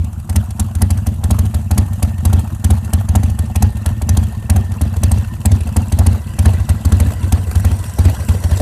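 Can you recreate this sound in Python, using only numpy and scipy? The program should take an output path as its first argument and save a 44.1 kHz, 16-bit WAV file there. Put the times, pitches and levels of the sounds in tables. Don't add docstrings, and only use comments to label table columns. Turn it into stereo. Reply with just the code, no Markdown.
import sys
import numpy as np
from scipy import signal
from scipy.fft import rfft, irfft, next_fast_len
from scipy.io import wavfile
from scipy.ndimage import uniform_filter1d, map_coordinates

SR = 44100
rng = np.random.default_rng(int(sys.argv[2]) if len(sys.argv) > 2 else 0)


def to_wav(s):
    ch = np.atleast_2d(s).T
    pcm = np.round(np.clip(ch, -1, 1) * 32767)
    wavfile.write(sys.argv[1], SR, pcm.astype(np.int16))


def makeup_ratio(level_db):
    decades = np.asarray(level_db, float) / 20
    return 10 ** decades


N = 379701
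CYCLE_S = .157
AGE = np.arange(SR // 3) / SR

# (frequency [Hz], level [dB per Hz])
GAS_BREATH = [(250, 16), (400, 6.5), (700, 10), (1000, 3.5), (1400, -4.5), (2700, -2.5), (4500, -10),
              (9000, -12), (14000, -34.5)]
# (frequency [Hz], level [dB per Hz])
FAR_WHIRR = [(2500, -41), (4000, -21), (5200, -24), (6700, -4), (8500, -3), (11000, -5.5), (14300, -13.5)]
NEAR_WHIRR = [(2500, -31), (4000, -51), (5000, 4), (5700, 6.5), (6600, -9), (7700, 14), (8600, 0.5),
              (10200, 6), (12500, 1), (14300, 3)]


def unit(x):
    return x / np.sqrt(np.mean(x ** 2) + 1e-20)


def along(points, hz):
    f, v = np.transpose(points)
    return np.interp(np.log(hz + 1), np.log(f + 1), v)


def wobble(rate):
    return map_coordinates(rng.standard_normal(int(N * rate / SR) + 4), [np.arange(N) * rate / SR])


def filtered(x, response):
    m = next_fast_len(N + SR // 2)
    return irfft(rfft(x, m) * response(np.fft.rfftfreq(m, 1 / SR)), m)[..., :N]


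def colour(spectrum):
    return lambda hz: makeup_ratio(along(spectrum, hz))


def peak(centre_hz, width_hz):
    return lambda hz: 1 / (1 + (2 * (hz - centre_hz) / width_hz) ** 2)


def rush(gain, patchy_db=0):
    # (frequency [Hz], likeness [-1 to 1])
    alike = [(100, .98), (300, .9), (640, .8), (1300, .7), (1800, .2), (2250, -.85), (2900, -.3),
             (4200, .1), (4800, -.2), (5300, -.8), (5900, -.1), (7000, 0)]
    z = signal.stft(rng.standard_normal((2, N)), nperseg=256)[2]
    field = uniform_filter1d(rng.standard_normal(z.shape[1:]), size=3, axis=0)
    field = uniform_filter1d(field, size=7, axis=1)
    pair = signal.istft(z * makeup_ratio(patchy_db * unit(field)), nperseg=256)[1][:, :N]

    def mid_side_gain(hz):
        angle = np.arccos(np.clip(along(alike, hz), -1, 1)) / 2
        return gain(hz) * np.array([np.cos(angle), np.sin(angle)])

    mid, side = filtered(pair, mid_side_gain)
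    return np.array([mid + side, mid - side]) / np.std(mid - side)


def played(times, gains, shape):
    lead = SR // 10
    train = np.bincount(np.round(times * SR).astype(int) + lead, gains, N + SR)
    return signal.fftconvolve(train, shape)[lead:lead + N]


def puff(delay_s, rise_s):
    u = np.maximum(AGE - delay_s, 0) / rise_s
    return u * np.exp(1 - u)


def ring(modes, push):
    free = sum(swing * makeup_ratio(-60 * AGE / t60) * np.cos(2 * np.pi * hz * AGE) for hz, t60, swing in modes)
    return signal.fftconvolve(free, push / push.sum())[:len(AGE)]


def strokes():
    # (time [s], thump [dB], jet hiss [dB])
    front_leads = [(0.292, -6, -17.5), (0.7481, -5, -20.5), (1.235, -2.5, -15), (1.7074, -1, -12),
                   (2.178, -6.5, -33), (2.6397, 1.1, -12), (3.0847, 0, -20), (3.5538, -1.5, -13.5),
                   (4.0148, -5, -18.5), (4.4952, 2, -10.5), (4.962, -3.5, -23), (5.4519, 1.5, -9),
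                   (5.9185, 0, -15), (6.3859, 0, -13.5), (6.848, 1.7, -16.5), (7.474, -7, -42),
                   (7.9837, 3.5, -18.5), (8.437, 0.5, -33)]
    # (time [s], thump [dB], jet hiss [dB])
    front_alone = [(-0.0085, -5, -37), (0.5933, -3.5, -11.5), (0.902, -2, -13), (1.065, -3.5, -15.5),
                   (1.3849, 0, -16.5), (1.54, -2.4, -16.5), (2.0235, -0.5, -12), (2.327, 2.5, -13.5),
                   (2.9297, 0.8, -11), (3.2301, -0.5, -18.5), (3.3856, -2.5, -20), (3.8568, -1, -17),
                   (4.1666, 1.5, -13.5), (4.8099, -0.5, -13.5), (5.112, 1.5, -14), (5.6036, -4.5, -30),
                   (5.7614, 1.5, -9.5), (6.0617, 2.5, -12.5), (6.5312, -2, -24), (6.6891, 2, -15),
                   (6.9977, 3.5, -13), (7.3197, 3, -14), (7.645, 3, -15.5), (8.284, 3, -21),
                   (8.597, 2.5, -21)]
    # (time [s], thump [dB], jet hiss [dB])
    rear_fires = [(0.0405, -11.5, -27.5), (0.3558, -1, -10.5), (0.8155, -0.5, -9.5), (1.3043, 0.2, -9),
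                  (1.7752, 1, -7.5), (2.2492, 1.5, -13), (2.7021, 2.5, -10), (3.151, 0.5, -7.5),
                  (3.621, 3, -10), (4.0875, 0.5, -13), (4.5589, -0.8, -15), (5.0311, 2.5, -13),
                  (5.514, 3.5, -20.5), (5.9855, 3.5, -13.5), (6.4533, 6.5, -15.5), (6.918, 4.5, -15.5),
                  (7.227, -1, -33), (7.551, 1.2, -20.5), (8.0485, 5, -20.5), (8.5084, 2.5, -23.5)]
    lit_jet_db = -26
    rear_after = .44
    drag_per_s = .806
    miss_bark_db = -44.5

    listed = [(*row, False) for row in front_leads + front_alone] + [(*row, True) for row in rear_fires]
    listed.sort()
    (s, thump, jet, rear), rear_lit = listed[0], False
    rows = [(s, rear, 0, thump, miss_bark_db, jet)]
    for (s0, *_, rear0), (s1, thump1, jet1, rear1) in zip(listed, listed[1:]):
        span_s = s1 - s0
        offset = rear_after * (rear1 - rear0)
        whole = round(span_s / CYCLE_S - offset)
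        for k in range(1, 2 * whole + rear1 - rear0):
            rear = bool((k + rear0) % 2)
            turned = (k + rear0) // 2 + rear_after * (rear - rear0)
            age = span_s * turned / (whole + offset)
            s = s0 + age - drag_per_s * age * (span_s - age) / 2
            if rear and rear_lit:
                early_s, base_db, bark, jet = .00402, -6.5, -21, -25
            else:
                early_s, base_db, bark, jet = .01, -12, miss_bark_db, -35.5
            thump = base_db + .38 * thump + .6046 * s - 15.5 * age
            rows.append((s, rear, early_s, thump, bark, jet - .5 * s))
            rear_lit = rear_lit and not rear
        thump = thump1
        if rear1:
            rear_lit = jet1 > lit_jet_db
        bark = 15.5 + 1.452 * jet1 + .28 * s1
        rows.append((s1, rear1, 0, thump1, bark, jet1))
    return np.transpose(rows)


def pipe(modes):
    lift = ring([(hz, t60, a) for hz, t60, a, b in modes], puff(0, .0013))
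    return lift + ring([(hz, t60, b) for hz, t60, a, b in modes], puff(.0116, .001))


def exhaust(fired):
    # (frequency [Hz], t60 [s], swing at valve lift, swing at blowdown)
    thump_modes = [(46.6, .054, .5, .39), (69, .063, -1.02, -.97), (95, .36, .43, 0)]
    bark_modes = [(209, .1, .375, -.23), (304, .1, -.03, .035)]
    # (frequency [Hz], t60 [s], swing)
    mouth_modes = [(620, .022, -.09), (780, .018, -.17), (960, .018, -.08)]
    # (frequency [Hz], level [dB per Hz])
    jet_spectrum = [(300, -101), (700, 7.5), (1200, -4.5), (2200, -1.5), (3200, -4), (5000, -2.5),
                    (8000, 4.5), (11000, 3), (14000, -4)]
    crank_s, rear, early_s, thump_db, bark_db, jet_db = fired
    s = crank_s - early_s
    tone = played(s, makeup_ratio(thump_db), pipe(thump_modes)) + played(s, makeup_ratio(bark_db), pipe(bark_modes))

    facing = puff(.0011, .0045) ** 3 + .066 * puff(.014, .00054) + .005 * puff(.0085, .072)
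    shaded = .8 * puff(.0028, .0022) ** 3 + .41 * puff(.0075, .0021) + .013 * puff(.0033, .0033)
    spit = np.array([played(crank_s, makeup_ratio(jet_db), shape) for shape in (shaded, facing)])
    jet = spit * makeup_ratio(2.4 * wobble(600)) * rush(colour(jet_spectrum), patchy_db=3.2)

    breath = puff(.00051, .0044) + .33 * puff(.016, .016)
    rasp = played(s, makeup_ratio(1.27 * thump_db - 21), breath) * rush(colour(GAS_BREATH), patchy_db=4.5)

    knock = 0
    for mode in mouth_modes:
        rap = ring([mode], puff(0, .0001)) + .7 * ring([mode], puff(.0066, .0001))
        luck_db = rng.normal(0, 3, len(s))
        knock = knock + played(s, makeup_ratio(.6 * bark_db - 1 + luck_db), rap)

    sigh_level = played(s, makeup_ratio(.72 * thump_db - 50.5), puff(.006, .026))
    sigh = sigh_level * rush(colour(FAR_WHIRR), patchy_db=1)
    return tone, jet + rasp + knock + sigh


def yard(x):
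    # (frequency [Hz], t60 [s])
    decay = [(100, 0.34), (1000, 0.12), (10000, 0.009)]
    hz, t, z = signal.stft(rng.standard_normal((2, SR // 4)), SR, nperseg=256)
    tail = signal.istft(z * makeup_ratio(-60 * t / along(decay, hz)[:, None]), SR, nperseg=256)[1]
    return signal.fftconvolve(x, tail / np.linalg.norm(tail[0]), axes=1)[:, :N]


def gulps(fired):
    s, rear, early_s, thump_db, *_ = fired
    gap = np.diff(s, prepend=s[0] - CYCLE_S / 2)
    hurry_ms = 1000 * (CYCLE_S - gap - np.roll(gap, 1))
    gulp_db = 7.5 + .36 * thump_db - .0265 * hurry_ms - rear - .33 * (s - 3.8) ** 2
    tick_db = -42 + 1.4 * s + .06 * hurry_ms * (1 - rear) + .69 * s * rear
    tick_db += 2 * rng.standard_normal(len(s))
    opens = s + .024 + .28 * gap + .0041 * rear * (early_s > 0)
    return opens, gulp_db, tick_db


def intake(fired):
    # (frequency [Hz], t60 [s], swing)
    tract_modes = [(73.2, 0.092, -0.08), (104.7, 0.17, 0.12), (218, 0.14, -0.072)]
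    s, gulp_db, tick_db = gulps(fired)
    tone = played(s, makeup_ratio(gulp_db), ring(tract_modes, puff(0, .00062)))
    suck = played(s, makeup_ratio(gulp_db - 39), puff(0, .0074)) * rush(colour(GAS_BREATH), patchy_db=-3.5)
    seat = puff(.0073, .0014) + .23 * puff(.027, .0057)
    tick = played(s, makeup_ratio(tick_db), seat) * rush(colour(NEAR_WHIRR), patchy_db=4.5)
    ping_db = -34.5 - 3.4 * abs(s - 5.6) + 2 * rng.standard_normal(len(s))
    ping = played(s, makeup_ratio(ping_db), puff(.014, .0044)) * rush(peak(2700, 130))
    return tone, tick + suck + ping * makeup_ratio([[-6], [0]])


def machinery(fired, near_db):
    # (frequency [Hz], level [dB per Hz])
    far_case = [(200, -34), (300, -32), (450, -12.5), (700, -0.5), (1000, -4.5), (1300, -9), (2000, -17.5),
                (2700, -12), (3400, -20.5), (4500, -24), (6000, -20)]
    near_case = [(200, -36), (300, 5.5), (450, 13), (700, 11), (1000, -33), (1300, 2), (2000, 2),
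                 (2700, 4.5), (3400, -3.5), (4500, -3), (6000, -11)]
    # (frequency [Hz], width [Hz], right [dB], left [dB], start [s], end [s])
    whines = [
        (1815, 80, -17, -9, 1.4, 5.7),
        (1975, 110, -19, -11, 5.7, 9),
        (1000, 90, -10, -13, 4, 9),
        (1550, 140, -16, -14, 5.6, 9),
        (5700, 350, -13, -15, 7.3, 9.5),
        (8700, 900, -10, -10, 6.8, 9.5),
    ]
    t = np.arange(N) / SR
    near = np.interp(t, (2.47, 12.1), (0, 1))

    def blend(far, close):
        far_noise = rush(colour(far), patchy_db=3.5)
        return np.sqrt(1 - near) * far_noise + np.sqrt(near) * rush(colour(close), patchy_db=5)

    when, luck = rng.random((2, 600))
    rattle = 1 + played(when * N / SR, -.6 * np.log(luck), puff(0, .0022))
    case = blend(far_case, near_case) * rattle * makeup_ratio(1.5 * wobble(25))

    s, rear, early_s, thump_db, *_ = fired
    load = unit(played(s, makeup_ratio(thump_db), puff(0, .032))) - 1
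    case *= makeup_ratio(3 * (1 - .7 * near) * load)

    for hz, width_hz, right_db, left_db, start, end in whines:
        heard = np.clip(np.minimum(t - start, end - t) / .51, 0, 1)
        sway = makeup_ratio(3 * wobble(22))
        case += makeup_ratio([[left_db], [right_db]]) * heard * sway * rush(peak(hz, width_hz))
    whirr = blend(FAR_WHIRR, NEAR_WHIRR) * rattle * makeup_ratio(1.2 * wobble(30))
    return makeup_ratio(-38.5 + .45 * near_db) * case + makeup_ratio(-49 + 1.33 * near_db) * whirr


def rumble():
    # (frequency [Hz], level [dB per Hz])
    rumble_spectrum = [(18, -48), (30, 3), (63, 7.5), (91, 7.5), (201, -6), (249, -54), (306, -11.5),
                       (350, -15), (460, -76), (770, -120)]
    return makeup_ratio(-25.5 + 2 * wobble(15)) * rush(colour(rumble_spectrum))


def scene():
    # (time [s], nearness [dB], left-right [dB])
    walk = [
        (0.0, -4.5, -8.5),
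        (0.4, -1.5, -9),
        (2.04, 0.5, -7.5),
        (4.89, -0.5, -6.5),
        (6.09, 3, -6.5),
        (7.43, 6, -6),
        (8.61, 11, -5),
    ]
    # (frequency [Hz], level [dB])
    shade = [(300, 1), (700, -9), (1100, -2.5), (1900, 5.5), (2700, 2), (4500, 6), (6000, 3.5), (8000, -19),
             (14000, -14.5)]
    walk_s, *levels = np.transpose(walk)
    near_db, pan_db = [np.interp(np.arange(N) / SR, walk_s, level) for level in levels]

    fired = strokes()
    thump, spit = exhaust(fired)
    gulp, tick = intake(fired)
    tone = thump + gulp
    noise = spit + tick + makeup_ratio(-9.5) * yard(spit) + machinery(fired, near_db) + rumble()

    late = filtered(tone, lambda hz: np.exp(-2j * np.pi * hz * .00014))
    left = makeup_ratio(-.6) * late + makeup_ratio(pan_db) * filtered(noise[0], colour(shade))
    right = makeup_ratio(.95 - pan_db) * tone + noise[1]
    return np.array([left, right])


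def low_pass(x):
    return signal.sosfilt(signal.butter(12, 15490, fs=SR, output="sos"), x)


def record(dry):
    x = filtered(dry, lambda hz: (hz < 14250) * hz ** 4 / (hz ** 4 + 33 ** 4))
    bass = filtered(x, lambda hz: 1 / (1 + (hz / 900) ** 4))
    squeezed = bass / (1 + np.abs(bass / 1.95) ** 9.8) ** (1 / 27)
    mix = np.clip(x - bass + squeezed, -1, 1)
    return low_pass(mix)


dry = scene()
out = record(dry)
to_wav(out)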